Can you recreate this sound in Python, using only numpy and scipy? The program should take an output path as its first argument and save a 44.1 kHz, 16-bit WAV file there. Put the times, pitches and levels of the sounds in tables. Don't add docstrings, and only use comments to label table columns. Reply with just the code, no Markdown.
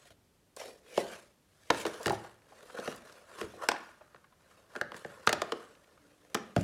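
import sys
import numpy as np
from scipy import signal
from scipy.fft import rfft, irfft, next_fast_len
from scipy.io import wavfile
from scipy.ndimage import uniform_filter1d, map_coordinates

SR = 44100
rng = np.random.default_rng(int(sys.argv[2]) if len(sys.argv) > 2 else 0)


def inscribe(sig):
    pcm = np.round(np.clip(np.atleast_2d(sig).T, -1, 1) * 32767)
    wavfile.write(sys.argv[1], SR, pcm.astype(np.int16))


N = 292682

# pitch_hz, t60_s
DUCT_MODES = [(350, 0.059), (432, 0.034), (500, 0.026), (586, 0.029), (700, 0.037), (815, 0.037)]
# pitch_hz, t60_s
PLATE_MODES = [(975, 0.0047), (1075, 0.013), (1260, 0.014), (1430, 0.022), (1610, 0.022), (1770, 0.022),
               (2000, 0.0061), (2390, 0.0047), (2800, 0.02)]


def hits():
    # start_s, plate_peak_db, plate_pitch_hz,
    # duct_peak_db, duct_pitch_hz, crack_peak_db, thud_peak_db, thud_pitch_hz
    blows = [(0.1047, -51, 1790, -52.5, 530, -51, -58, 79), (0.9754, -21.5, 880, -14, 553, -26.5, -33, 246),
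             (1.701, -17, 880, -36, 780, -47, -39, 233), (1.703, -11, 910, -17.5, 476, -15, -38.5, 228),
             (1.7452, -28.5, 1470, -65, 519, -33, -46, 279),
             (1.852, -26.5, 930, -20.5, 450, -30, -38.5, 275), (1.864, -39, 1200, -32, 460, -32, -46, 140),
             (2.0582, -18.5, 1820, -24.5, 417, -25.5, -31.5, 152),
             (2.0671, -37, 1600, -26, 760, -23.5, -37, 101), (2.079, -22, 1344, -26, 504, -30, -34, 105),
             (2.096, -29, 1750, -26.5, 433, -28.5, -52, 283),
             (2.105, -24.5, 954, -23, 830, -40, -39.5, 119), (2.129, -33, 930, -26.5, 855, -45, -55, 119),
             (2.786, -35.5, 1070, -31.5, 525, -40, -40, 251),
             (2.8755, -25.5, 1340, -26.5, 523, -33, -36.5, 220),
             (3.386, -41, 1120, -68, 470, -44, -52, 191),
             (3.4126, -28.5, 1450, -29.5, 430, -34.5, -40.5, 270),
             (3.4295, -34, 1610, -35.5, 437, -48, -45, 93.5),
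             (3.687, -9, 1490, -19.5, 633, -16, -36.5, 282), (3.7155, -22, 1016, -29, 890, -26.5, -78, 202),
             (4.145, -42, 1060, -49.5, 525, -53, -61, 158.5),
             (4.7525, -30.5, 1530, -37.5, 650, -49, -51, 280),
             (4.7611, -28.5, 1510, -35.5, 450, -37, -49, 258),
             (4.812, -17, 1595, -29, 600, -26.5, -42, 183), (4.918, -31, 1410, -40.5, 580, -43, -55, 274),
             (4.9432, -33.5, 1910, -44, 497, -49.5, -48.5, 183),
             (5.0469, -31, 1640, -30.5, 550, -46, -43.5, 169),
             (5.2725, -8, 1300, -26, 610, -15.5, -31, 166), (5.292, -17, 1980, -24, 577, -20.5, -62.5, 268),
             (5.328, -18, 1800, -23, 580, -16, -49, 210), (5.4177, -18, 1220, -21.5, 604, -24.5, -45, 280),
             (5.5203, -20.5, 1170, -25, 497, -26.5, -40, 294),
             (6.3453, -21.5, 2380, -37.5, 690, -51, -28, 250), (6.3497, -16, 1270, -25, 482, -26, -60, 229),
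             (6.563, -22, 1380, -18.5, 553, -26, -20, 183), (6.577, -34, 1290, -29, 557, -46, -21, 120)]
    # pitch_hz, t60_s
    thud_modes = [(80, 0.064), (113, 0.064), (140, 0.059), (185, 0.064), (231, 0.11), (280, 0.073)]
    # frequency_hz, relative_level_db
    crack_spectrum = [(1500, -2), (2800, 8), (6000, -1), (10000, -10), (16500, -33.5)]
    contact_ms = 3.37
    base_tilt_db, tilt_per_crack_db, tilt_per_pitch_octave_db = 7.5, 0.22, 6
    out = np.zeros(N)
    t = np.arange(1024) / SR
    contact = t * 1000 / contact_ms
    chatter = contact * np.exp(-2 * contact)
    bass_cut = signal.butter(2, 300., "high", fs=SR)
    for s, plate_db, plate_hz, duct_db, duct_hz, crack_db, thud_db, thud_hz in blows:
        push_noise, crack_noise = rng.standard_normal((2, 1024))
        duct_signs, thud_signs = rng.choice([-1., 1.], (2, 6))

        tilt_db = base_tilt_db + tilt_per_crack_db * (crack_db - plate_db)
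        tilt_db += tilt_per_pitch_octave_db * np.log2(plate_hz / 1350)
        colour = [(hz, db + tilt_db * np.log2(hz / 5000)) for hz, db in crack_spectrum]
        add(out, s, gain_of(crack_db) * crack(crack_noise, colour))

        slips = chatter ** 3 * (np.sin(2 * np.pi * plate_hz * t) + 3.25 * push_noise)
        plate = signal.fftconvolve(slips, ring(PLATE_MODES, 1, plate_hz, 10.0, 0.00005))
        plate = signal.lfilter(*bass_cut, plate)
        add(out, s, gain_of(plate_db) * peaked(plate))

        duct = ring(DUCT_MODES, duct_signs, duct_hz, 21.0, 2.1 / duct_hz)
        add(out, s + 0.98 / duct_hz, gain_of(duct_db) * peaked(duct))
        thud = ring(thud_modes, thud_signs, thud_hz, 13.8, 0.0012)
        add(out, s + 0.003, gain_of(thud_db) * peaked(thud))
    return out


def crack(noise, colour):
    rise_ms, fall_ms, treble_fall_ms = 0.76, 3.06, 2.11
    treble_hz, treble_db = 5630, -3.5
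    ms = np.arange(len(noise)) * 1000 / SR
    low = signal.lfilter(*signal.butter(2, treble_hz, fs=SR), noise)
    treble = gain_of(treble_db) * (noise - low)
    dying = low * np.exp(-ms / fall_ms) + treble * np.exp(-ms / treble_fall_ms)
    return peaked(coloured((1 - np.exp(-ms / rise_ms)) * dying, colour))


def ring(modes, signs, near_hz=None, focus_db=30., rise_s=0.00065):
    t = np.arange(SR // 5)[:, None] / SR
    hz, t60 = np.transpose(modes)
    off_db = 0 if near_hz is None else -focus_db * abs(np.log2(hz / near_hz))
    waves = signs * gain_of(off_db - 60 * t / t60) * np.sin(2 * np.pi * hz * t)
    return waves.sum(1) * (1 - np.exp(-t[:, 0] / rise_s))


def puffs():
    # start_s, peak_db, centre_hz
    bursts = [(0.564, -38, 6800), (.612, -37, 616), (.63, -43, 590), (0.635, -58, 2000), (0.681, -44, 470),
              (1.8, -40, 10500), (1.865, -39, 8000), (2, -35.5, 480), (2.03, -37, 7000),
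              (2.121, -28.5, 430), (2.1204, -35, 8700), (2.148, -47, 850), (2.245, -44, 860),
              (2.269, -46, 1270), (2.418, -57, 1800), (2.52, -46, 736), (2.629, -62, 9100),
              (2.632, -53, 540), (2.698, -40.5, 990), (2.758, -41, 517), (2.798, -40, 4500),
              (2.96, -42.5, 9100), (3.124, -46.5, 5200), (3.536, -42, 593), (3.569, -43.5, 500),
              (3.709, -33, 1490), (3.739, -32, 850), (3.761, -35, 1360), (4.0094, -45.5, 780),
              (4.159, -49, 1420), (4.242, -49, 1160), (4.323, -54.5, 1100), (4.965, -42, 5000),
              (0.862, -52, 1450), (5.182, -58, 1480), (5.268, -27.5, 6040), (5.7505, -52, 2500),
              (5.842, -53, 2230), (5.975, -53, 1260), (6.3454, -21, 5850), (6.369, -32.5, 1380),
              (6.61, -37, 6900), (6.63, -38.5, 4000)]
    fixed_rise_ms, rise_cycles = 0.9, 2.2
    slope_db = 14.
    out = np.zeros(N)
    for s, peak_db, hz in bursts:
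        u = np.arange(1024) / SR / (fixed_rise_ms / 1000 + rise_cycles / hz)
        puff = u * np.exp(-u) * rng.standard_normal(1024)
        colour = [(hz / 16, -4 * slope_db), (hz, 0), (hz * 16, -4 * slope_db)]
        add(out, s, gain_of(peak_db) * peaked(coloured(puff, colour)))
    return out


def rub():
    # time_s, pitch_hz
    duct_pitch = [(.56, 570), (.62, 640), (0.688, 507), (.78, 472), (1.1, 576), (2.698, 507), (3.3, 570),
                  (3.441, 415), (3.703, 595), (5.102, 529)]
    # frequency_hz, relative_level_db
    hiss_spectrum = [(1060, -31), (1800, -11), (10300, -20), (15300, -35.5), (16500, -43)]
    clumps = evened(smoothed(rng.standard_normal(N), 300))
    catches = (rng.random(N) < 70. / SR) * np.minimum(rng.exponential(1, N), 2.5)
    catches = uniform_filter1d(catches, size=60) * 60
    grit = gain_of(2.0 * clumps) * (1 + .55 * catches)

    duct_hz = np.interp(np.arange(N) / SR, *np.transpose(duct_pitch))
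    duct = rubbed(DUCT_MODES, grit, duct_hz, 40.0, wander_db=3.5)
    plate = rubbed(PLATE_MODES, grit, 890.0, 12.0, wander_db=3.0)
    hiss = coloured(rng.standard_normal(N) * grit, hiss_spectrum)
    hiss = evened(patchy(hiss, 3.5))
    return (pressure() * [duct, plate, hiss]).sum(0)


def pressure():
    # full_pressure_s, held_s, swell_s, fade_s, duct_level_db,
    # plate_relative_to_duct_db, hiss_relative_to_duct_db
    strokes = [(0.001, 0.12, 0.013, 0.025, -68.5, -2.5, 3.5),
               (.567, 0.0062, 0.0034, 0.013, -44.5, -14, -12.5),
               (0.566, 0.063, .002, 0.023, -58.5, -4.5, 6.5), (0.604, 0.072, 0.018, 0.13, -50, -13.5, -4),
               (0.989, 0.0085, 0.11, 0.09, -41.5, -12.5, -3), (1.071, 0.091, 0.043, 0.14, -55.5, -2, 0.5),
               (1.601, 0.097, 0.22, 0.045, -77.5, 2.5, 8), (1.73, .004, 0.041, 0.047, -49.5, -11, -5),
               (1.771, 0.063, 0.084, 0.02, -52, -4, 6), (1.92, 0.21, 0.11, 0.11, -54, 2, -0.5),
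               (1.874, 0.0041, 0.036, 0.033, -39.5, -3.5, -7), (2.16, 0.003, 0.33, 0.032, -60, -21, 5),
               (2.2, 0.085, 0.046, 0.11, -60, 1.5, -2), (2.6, 0.18, 0.25, .1, -59, -3, -3.5),
               (2.771, .03, 0.047, 0.18, -46.5, -1.5, -8.5), (2.841, 0.032, 0.021, 0.17, -48, -0.5, -1.8),
               (3.08, 0.085, 0.17, 0.16, -59, -0.8, -2.5), (3.31, 0.051, 0.14, 0.078, -56, -1.5, -7),
               (3.39, 0.025, 0.05, 0.099, -51, 4, 0.2), (3.57, 0.0037, 0.44, 0.074, -60, -10.5, -2.5),
               (3.635, 0.0023, 0.051, 0.08, -38.5, -0.5, -11), (3.7, 0.066, 0.013, 0.42, -62, 7.5, 0),
               (4.501, 0.1, 0.25, 0.15, -68, 0.5, -1.5), (4.78, 0.0034, 0.11, 0.054, -54, -1.5, -6),
               (4.964, 0.0037, 0.04, 0.094, -57, 4, 3), (5.09, 0.56, 0.47, 0.25, -61, 1.1, -3.5),
               (5.7, 0.69, 0.1, 0.086, -70.5, -3.5, -4), (6.45, 0.069, 0.48, 0.083, -63.5, -10, -5.5),
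               (6.58, .06, 0.032, .1, -54, -21, 1.5)]
    span_db = 20
    t, power = np.arange(N) / SR, np.zeros((3, N))
    for s, held_s, swell_s, fade_s, duct_db, plate_db, hiss_db in strokes:
        away = np.maximum(s - t, 0) / swell_s + np.maximum(t - s - held_s, 0) / fade_s
        relative_db = np.array([[0], [plate_db], [hiss_db]])
        power += gain_of(duct_db - span_db * away + relative_db) ** 2
    return np.sqrt(power)


def rubbed(modes, grit, near_hz, focus_db, wander_db):
    out = np.zeros(N)
    for mode in modes:
        noise, drift = rng.standard_normal((2, N))
        drift = evened(smoothed(drift, 700))
        share = gain_of(wander_db * drift - focus_db * abs(np.log2(mode[0] / near_hz)))
        out += signal.oaconvolve(noise * grit * share, ring([mode], 1))[:N]
    return out / np.sqrt(uniform_filter1d(out ** 2, size=SR // 2, mode="reflect"))


def patchy(x, patchy_db):
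    z = signal.stft(x, nperseg=512, noverlap=384)[2]
    patches = uniform_filter1d(rng.standard_normal(z.shape), size=2, axis=0)
    patches = uniform_filter1d(patches, size=16, axis=1)
    z = z * gain_of(patchy_db * evened(patches))
    return signal.istft(z, nperseg=512, noverlap=384)[1][:len(x)]


def squeak():
    # time_s, pitch_hz, level_db
    glides = [
        [(0.85, 2565, -75), (0.93, 2400, -62.5), (1.02, 1980, -53.5), (1.07, 1900, -74.5)],
        [(0.99, 1550, -60.5), (1.09, 1564, -56), (1.14, 1597, -52), (1.2, 1540, -80)],
    ]
    out = np.zeros(N)
    for glide in glides:
        s, *columns = np.transpose(glide)
        t = np.arange(s[0], s[-1], 1 / SR)
        hz, level_db = (np.interp(t, s, c) for c in columns)
        turn = 2 * np.pi * np.cumsum(hz) / SR
        a, b, c, d = smoothed(rng.standard_normal((4, len(hz))), 200)
        tone = a * np.cos(turn) + b * np.sin(turn)
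        octave = c * np.cos(2 * turn) + d * np.sin(2 * turn)
        tone += 0.5 * (1560 / hz) ** 3 * octave
        add(out, s[0], gain_of(level_db) * evened(tone))
    return out


def ringing():
    # pitch_hz, level_db, peak_s, swell_s, fade_s
    tones = [(290, -67.5, 6.09, 0.39, 0.5), (5700, -56, 6.35, 0.0044, 0.094)]
    t, out = np.arange(N) / SR, np.zeros(N)
    for hz, db, s, swell_s, fade_s in tones:
        a, b = uniform_filter1d(rng.standard_normal((2, N)), size=int(20 * SR / hz), axis=1)
        turn = 2 * np.pi * hz * t
        tone = evened(a * np.cos(turn) + b * np.sin(turn))
        away = np.maximum((s - t) / swell_s, (t - s) / fade_s)
        out += gain_of(db - 20 * away) * tone
    return out


def room(x):
    # frequency_hz, t60_s, relative_level_db
    bands = [(102, 0.61, 4.5), (520, 0.39, 2), (1750, 0.55, -3), (4000, 0.5, -5), (13160, 0.15, -9)]
    taps = np.zeros(SR)
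    at = np.arange(180, SR - 20, 20)
    taps[at + rng.integers(0, 20, len(at))] = rng.choice([-1., 1.], len(at))
    hz, t, z = signal.stft(taps, SR, nperseg=256)
    f, *columns = np.transpose(bands)
    t60, level_db = (np.interp(np.log(hz + 1), np.log(f), c)[:, None] for c in columns)
    tail = signal.istft(z * gain_of(level_db - 60 * t / t60), SR, nperseg=256)[1]
    return signal.fftconvolve(x, tail / np.linalg.norm(tail))[:N]


def smeared(x, depth):
    speed = evened(smoothed(rng.standard_normal(N), 500))
    shift = np.cumsum(depth * speed)
    shift = shift - uniform_filter1d(shift, size=2500)
    return map_coordinates(x, [np.arange(N) + shift], order=3, mode="nearest")


def hush():
    # frequency_hz, relative_level_db
    hush_spectrum = [(15, -30.5), (25, 7), (177, 5.5), (600, -2.5), (901, -7), (1900, -11.5),
                     (11300, -17.5), (14800, -23), (16500, -35.5)]
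    level_db = -69
    return gain_of(level_db) * evened(coloured(rng.standard_normal(N), hush_spectrum))


def gain_of(db):
    return 10 ** (np.asarray(db) / 20)


def evened(x):
    return x / np.sqrt(np.mean(x ** 2) + 1e-20)


def peaked(x):
    return x / (abs(x).max() + 1e-20)


def smoothed(x, size):
    return uniform_filter1d(uniform_filter1d(x, size), size)


def coloured(x, points):
    f, db = np.transpose(points)
    size = next_fast_len(len(x))
    hz = np.fft.rfftfreq(size, 1 / SR)
    gain = gain_of(np.interp(np.log(hz + 1), np.log(f), db))
    return irfft(rfft(x, size) * gain, size)[:len(x)]


def add(mix, s, sound):
    part = mix[round(s * SR):][:len(sound)]
    part += sound[:len(part)]


def scene():
    echo_db = -15
    blows = hits() + puffs()
    turn = 2 * np.pi * 3.7 * np.arange(N) / SR
    echo = room(blows * np.cos(turn)) + room(blows * np.sin(turn))
    answered = blows + gain_of(echo_db) * smeared(echo, .025)
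    return (answered + rub() + squeak() + ringing() + hush())[None]


def record(dry):
    edge_hz = 16100
    thin = signal.sosfilt(signal.butter(4, 42., "high", fs=SR, output="sos"), dry)
    band_limit = signal.firwin(511, edge_hz, window=("kaiser", 9), fs=SR)
    return signal.oaconvolve(thin, band_limit[None], "same")


dry = scene()
out = record(dry)
inscribe(out)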